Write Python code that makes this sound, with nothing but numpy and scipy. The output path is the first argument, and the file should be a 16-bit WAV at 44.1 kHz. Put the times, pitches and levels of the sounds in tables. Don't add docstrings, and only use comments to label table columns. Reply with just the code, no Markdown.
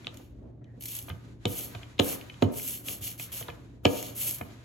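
import sys
import numpy as np
from scipy import signal
from scipy.fft import rfft, irfft, next_fast_len
from scipy.io import wavfile
from scipy.ndimage import uniform_filter1d

SR = 44100
rng = np.random.default_rng(int(sys.argv[2]) if len(sys.argv) > 2 else 0)


def generate_wav(sig):
    pcm = np.round(np.clip(np.atleast_2d(sig).T, -1, 1) * 32767).astype(np.int16)
    wavfile.write(sys.argv[1], SR, pcm)


N = 204705

# pitch_hz, density_db (per Hz)
ROOM_TONE = [(30, -40), (55, 4), (90, -18.5), (124, 18.5), (145, -17), (239, -16), (266, -7), (345, -28.5),
             (499, -47.5), (600, -14), (962, -91.5), (16000, -83)]
ROOM_TONE_DB = -50
HUM_HZ, HUM_DB = 116.5, -49.5

# time_s, level_db (gain on the rustle noise)
RUSTLE_LEVELS = [(0.0, -59.5), (0.2, -65), (0.36, -78), (0.61, -87.5), (0.95, -64.5), (1.12, -63),
                 (1.31, -65), (1.36, -77.5), (1.44, -63.5), (1.76, -56), (1.96, -63), (2.1, -51.5),
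                 (2.38, -62.5), (2.5, -57.5), (2.8, -66.5), (3.5, -57), (3.8, -76), (4.06, -60),
                 (4.64, -60)]

# start_s, peak_db (of the mid), tilt_db (brightness, per octave),
# ring_length (ratio to a free ring)
AXLE_CLICKS = [(0.0455, -38, -15.5, .8), (0.069, -21, -10.5, 0.4), (0.0777, -35, -11, .6),
               (0.171, -37.5, 17, 1), (0.642, -56, 7.5, 1.5), (1.084, -41, -3, 1.5), (1.1, -34, -11, 0.91),
               (1.109, -43, -13, 1.7), (1.117, -46, -12, 1.3), (1.4541, -15.5, 2, 1),
               (1.7488, -35, 2, 1.66), (1.831, -33.5, -18, 0.92), (1.981, -39, -7, 0.92),
               (1.99, -25.5, 2, 1.4), (1.9934, -14.5, -1, 0.81), (1.9976, -5.5, -2, 0.53),
               (2.2108, -36, -15, 0.87), (2.2974, -34, -12, 1.4), (2.3417, -42, -6, 1.1),
               (2.423, -20, 1, 0.36), (2.425, -24, 1.5, 1.3), (2.595, -36.5, -30, 1.9),
               (2.884, -23.5, 2.5, 1.07), (3.196, -31.5, -11.5, 1.6), (3.4254, -34.5, -11, 0.95),
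               (3.483, -33.5, -5, 0.55), (3.492, -38, -12, 1), (3.499, -36, -12, 1.58),
               (3.8494, -20.5, 1, 0.89), (3.8533, -5.5, -2.5, .85), (3.8625, -27, -2, 1.1),
               (3.867, -25, -2, 1.2), (4.411, -31.5, -28, 1.54)]
# pitch_hz, width_hz, level_db (before each click's tilt), t60_s (of a free ring)
FRAME_MODES = [(1656, 550, -6, 0.007), (2169, 160, -13, 0.018), (2482, 190, -0.5, 0.011),
               (3003, 74, -21.5, 0.077), (3088, 1130, 9.5, 0.0081), (3980, 690, -6, 0.0094),
               (7040, 3600, -7.5, 0.0072)]

# (modes near MIDDLE_HZ, which depend on where the blow lands)
TABLE_THUDS = [(0.068, -37.5, -41, 5, -3.5), (0.196, -42.5, -46, 2, -9), (0.615, -47, -53, -1, -5),
               (0.773, -41.5, -65, -12.5, 4), (1.082, -36.5, -56, 6.5, -7), (1.097, -33, -31.5, 13.5, -3),
               (1.4522, -21, -21.5, 0, 3), (1.747, -37, -34, 6, -7.5), (1.994, -14, -21, 0.5, -10.5),
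               (2.422, -11, -18, -3, -10.5), (2.887, -41.5, -46, 9.5, 5), (3.009, -51, -37, 7, 0),
               (3.196, -40.5, -48, 6, -3), (3.41, -38, -39.5, 3.5, 0.5), (3.484, -31, -36.5, 9, 0),
               (3.8516, -9.5, -19, 1, -3.5), (4.408, -30.5, -35, 4, -7)]
# pitch_hz, width_hz, level_db (before tilts), t60_s
TABLE_MODES = [(60, 17, -22.5, 0.04), (99.5, 40.5, -0.5, 0.14), (143, 79, -8, 0.12), (202, 57, 4, 0.056),
               (272.3, 43, 5, 0.068), (380.8, 45, 1, 0.066), (487, 31, -4, 0.15), (589.5, 64, 1, 0.027),
               (699.5, 78, -4, 0.059), (916, 134, -9.5, 0.05), (1243, 230, -10, 0.043),
               (1654, 880, -18.5, 0.073), (558, 520, 6.5, .016)]
MIDDLE_HZ, MIDDLE_OCTAVES = 460, 0.18
RUMBLE_TILT_DB = -0.5

# fastest_s, rise_s (speeding up), fall_s (slowing down), start_softness (power),
# hiss_db (ink), dull_db (duller part of the hiss, relative), rumble_db (table)
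ROLLER_STROKES = [(.175, 0.03, 0.18, .9, -66, -3.5, -75), (0.914, .12, 0.25, 1.04, -43.5, -12, -74),
                  (1.594, 0.13, 0.16, 0.54, -40.5, -11.5, -51.5), (2.099, 0.12, 0.11, 1.7, -37, -11, -41.5),
                  (2.434, 0.022, 0.025, 0.37, -56, 0, -48), (2.672, 0.16, 0.21, 0.74, -38, -13, -57),
                  (2.909, 0.08, 0.098, 1.8, -38.5, -11.5, -52.5), (3.059, 0.051, 0.11, 0.54, -38, -10, -56),
                  (3.225, 0.049, 0.096, 0.45, -43, -10.5, -68), (3.35, 0.033, 0.15, 0.5, -39.5, -10, -56),
                  (3.981, 0.15, 0.24, 1.06, -44, -6, -46.5), (4.279, 0.13, 0.14, 0.56, -34, -13.5, -53)]
FALL_POWER = 3.8

# pitch_hz, width_hz, level_db
BRIGHT_INK = [(10800, 2920, 8.5), (12670, 3040, 10), (14080, 1880, 7.5), (8600, 1800, 6.5)]
# pitch_hz, width_hz, level_db (before flicker and dull_db)
DULL_INK = [(6690, 440, 17.5), (5500, 300, 13.5), (4310, 130, 15.5), (2977, 1370, 13.5), (2412, 240, 6)]
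# start_s, peak_db (drive into the hiss)
INK_PEELS = [(0.142, -50.5), (0.171, -54), (0.8087, -41.5), (0.8226, -40), (0.837, -40), (0.856, -32.5),
             (0.8826, -41), (0.951, -36.5), (0.965, -36), (0.988, -37), (1.092, -43.5), (1.998, -37),
             (4.384, -45)]
LINGER_DB, LINGER_T60_S = -10, 0.38
SNAP_SPREAD_DB, PATCHY_DB = 1.57, 0.74

SCUFF_START_S, SCUFF_END_S = 0.612, 0.77
SCUFF_HZ, SCUFF_WIDTH_HZ, SCUFF_DB = 1840, 390, -75

ROOM_T60_S, ROOM_TREBLE_T60_S, ROOM_DB = 0.56, 0.18, -9.5
PORT_LAG_S, SHARED_HZ = .000169, 6600
TOP_HZ = 16100


def undb(db):
    return 10 ** (np.asarray(db) / 20)


def unit(x):
    return x / np.sqrt(np.mean(x ** 2))


def band(x, hz, width_hz):
    b, a = signal.iirpeak(hz, hz / width_hz, SR)
    once = signal.lfilter(b, a, x)
    return signal.lfilter(b, a, once)


def walk(rate):
    hold = int(SR / rate)
    steps = np.repeat(rng.standard_normal(N // hold + 1), hold)
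    smooth = uniform_filter1d(uniform_filter1d(steps, hold), hold)
    return 1.3 * smooth[:N]


def stereo(mid, side, share):
    return mid + share * side * np.array([[1], [-1]])


def add(track, start_s, x):
    i = int(start_s * SR)
    x = x[..., :N - i]
    track[..., i:i + x.shape[-1]] += x


def kitchen():
    tone = 0
    table_hz, table_db = np.transpose(ROOM_TONE)
    for hz in 35 * 2 ** np.arange(0, 8.9, .5):
        mid = unit(band(rng.standard_normal(N), hz, hz / 2))
        side = unit(band(rng.standard_normal(N), hz, hz / 2))
        density_db = np.interp(np.log(hz), np.log(table_hz), table_db)
        band_db = density_db + 10 * np.log10(hz) + 2.6 * walk(12.0)
        tone = tone + undb(band_db) * stereo(mid, side, np.clip(hz / 640.0, .25, .85))
    hum_hz = HUM_HZ * (1 + 0.0031 * walk(1.92))
    hum = np.sin(2 * np.pi * np.cumsum(hum_hz) / SR) * undb(HUM_DB + 1.8 * walk(5.8))
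    return unit(tone) * undb(ROOM_TONE_DB) + hum


def rustle():
    grain = undb(2 * walk(50)) * rng.standard_normal((2, N))
    soft = unit(band(grain, 1200, 4000))
    crisp = undb(-16.5) * unit(band(grain, 3590, 2000))
    airy = undb(-9.0) * unit(band(grain, 6100, 4600))
    mid, side = soft + crisp + airy
    time_s, level_db = np.transpose(RUSTLE_LEVELS)
    level = undb(np.interp(np.arange(N) / SR, time_s, level_db))
    return level * stereo(mid, side, 1.0)


def ring(modes, gains, length_s, rise_cycles, blur):
    t = np.arange(int(length_s * SR)) / SR
    out = 0
    for k, ((hz, width_hz, level_db, t60_s), gain) in enumerate(zip(modes, gains)):
        noise = rng.standard_normal((2, 2 * len(t)))
        crowd = blur * unit(band(noise, hz, width_hz)[:, len(t):])
        detuned_hz = hz + 0.19 * width_hz * rng.standard_normal()
        crowd[0] += np.sin(2 * np.pi * detuned_hz * t)
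        swell = (1 - np.exp(-t * hz / rise_cycles)) ** 2 * 1000. ** (-t / t60_s)
        energy = np.sum((crowd * swell) ** 2, axis=1, keepdims=True)
        share = np.sqrt(np.sum(swell ** 2) / energy)
        direction = (-1) ** k
        out = out + direction * gain * undb(level_db) * share * crowd * swell
    return out / np.abs(out[0]).max()


def axle():
    out = np.zeros((2, N))
    for start_s, peak_db, tilt_db, ring_length in AXLE_CLICKS:
        gains, held = [], []
        for hz, width_hz, level_db, t60_s in FRAME_MODES:
            grip = ring_length ** 2 if width_hz < 250 else 1
            gains.append(undb(tilt_db * np.log2(hz / 3000)) * grip)
            held.append((hz, width_hz, level_db, t60_s * ring_length))
        mid, side = ring(held, gains, 0.063, rise_cycles=4.36, blur=0.79)
        add(out, start_s, undb(peak_db) * stereo(mid, side, 0.46))
    return out


def strokes(peaks_db, sharpness=1):
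    out = np.zeros(N)
    for (fastest_s, rise_s, fall_s, softness, *_), peak_db in zip(ROLLER_STROKES, peaks_db):
        rise = np.sin(np.linspace(0, np.pi / 2, int(rise_s * SR)))
        fall = np.sin(np.linspace(0, np.pi / 2, int(fall_s * SR)))[::-1]
        arch = np.concatenate([rise ** softness, fall ** FALL_POWER])
        add(out, fastest_s - rise_s, undb(peak_db) * arch ** sharpness)
    return out


def table():
    out = np.zeros((2, N))
    bass, body = TABLE_MODES[:3], TABLE_MODES[3:]
    for start_s, peak_db, bass_peak_db, tilt_db, middle_db in TABLE_THUDS:
        gains = []
        for hz, *_ in body:
            middle = np.exp(-(np.log2(hz / MIDDLE_HZ) / MIDDLE_OCTAVES) ** 2)
            gains.append(undb(tilt_db * np.log2(hz / 300) + middle_db * middle))
        body_ring = ring(body, gains, .3, rise_cycles=1.04, blur=0.85)
        bass_ring = ring(bass, np.ones(len(bass)), .3, rise_cycles=0.66, blur=0.58)
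        add(out, start_s, undb(peak_db) * body_ring)
        add(out, start_s, undb(bass_peak_db) * bass_ring)
    bumps = undb(2 * walk(30.2)) * rng.standard_normal((2, N))
    rumble = 0
    for hz, width_hz, level_db, _ in body[:8]:
        mode_db = level_db + RUMBLE_TILT_DB * np.log2(hz)
        rumble = rumble + undb(mode_db) * band(bumps, hz, 1.35 * width_hz)
    rumble_db = np.transpose(ROLLER_STROKES)[-1]
    out += strokes(rumble_db, sharpness=.4) * unit(rumble)
    return stereo(out[0], band(out[1], 703, 900), 1.2) * undb([[-1.1], [1.1]])


def ink():
    fastest_s, rise_s, _, _, hiss_db, dull_db, _ = np.transpose(ROLLER_STROKES)
    begin_s = fastest_s - rise_s
    current = np.searchsorted(begin_s[1:], np.arange(N) / SR)
    hiss = strokes(hiss_db)
    keep = 1000. ** (-1 / (LINGER_T60_S * SR))
    hiss = hiss + undb(LINGER_DB) * signal.lfilter([1 - keep], [1, -keep], hiss)
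    hold = int(0.00081 * SR)
    sizes = np.repeat(rng.exponential(size=N // hold + 1), hold)[:N] - 1
    effort = undb(SNAP_SPREAD_DB * sizes + 4.8 * walk(30))
    strength = hiss * effort / np.sqrt(uniform_filter1d(effort ** 2, SR // 20))
    snap = np.exp(-np.arange(SR // 100) / (0.003 * SR))
    for start_s, peak_db in INK_PEELS:
        add(strength, start_s, undb(peak_db) * snap)
    crackle = strength * rng.standard_normal((2, N))
    bright, dull = 0, 0
    for hz, width_hz, level_db in BRIGHT_INK:
        bright = bright + undb(level_db) * band(crackle[0], hz, width_hz)
    for hz, width_hz, level_db in DULL_INK:
        flicker_db = PATCHY_DB * walk(90.)
        dull = dull + undb(level_db + flicker_db) * band(crackle, hz, width_hz)
    return bright + undb(dull_db[current]) * stereo(dull[0], dull[1], 0.68)


def scuff():
    t = np.arange(N) / SR
    on = uniform_filter1d(1. * ((t > SCUFF_START_S) & (t < SCUFF_END_S)), SR // 100)
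    friction = unit(band(rng.standard_normal((2, N)), SCUFF_HZ, SCUFF_WIDTH_HZ))
    return undb(SCUFF_DB + 2.0 * walk(24.3)) * on * friction


def walls(x):
    t = np.arange(SR) / SR
    noise = rng.standard_normal((2, SR))
    low = signal.lfilter(*signal.butter(2, 1500, fs=SR), noise)
    low_tail = low * 1000. ** (-t / ROOM_T60_S)
    treble_tail = (noise - low) * 1000. ** (-t / ROOM_TREBLE_T60_S)
    tail = (low_tail + treble_tail) * (1 - np.exp(-t / 0.0058))
    tail = tail / np.sqrt(np.sum(tail[0] ** 2))
    return signal.fftconvolve(x[None], tail, axes=1)[:, :N]


def scene():
    near = rustle() + axle() + table() + ink() + scuff()
    airborne = signal.lfilter(*signal.butter(2, 220, "high", fs=SR), near.mean(axis=0))
    return near + undb(ROOM_DB) * walls(airborne) + kitchen()


def record(dry):
    size = next_fast_len(N + SR // 10)
    hz = np.arange(size // 2 + 1) * SR / size
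    left, right = rfft(dry, size)
    shared = 1 / (1 + (SHARED_HZ / (hz + 1)) ** 12)
    treble = shared * (left + right) / 2
    late = np.exp(-2j * np.pi * hz * PORT_LAG_S)
    left_out = (1 - shared) * left + treble
    right_out = (1 - shared) * right + treble * late
    wet = irfft(np.array([left_out, right_out]), size)[:, :N]
    wet = signal.sosfilt(signal.butter(4, 50, "high", fs=SR, output="sos"), wet)
    return signal.sosfilt(signal.ellip(10, .2, 75, TOP_HZ, fs=SR, output="sos"), wet)


dry = scene()
out = record(dry)
generate_wav(out)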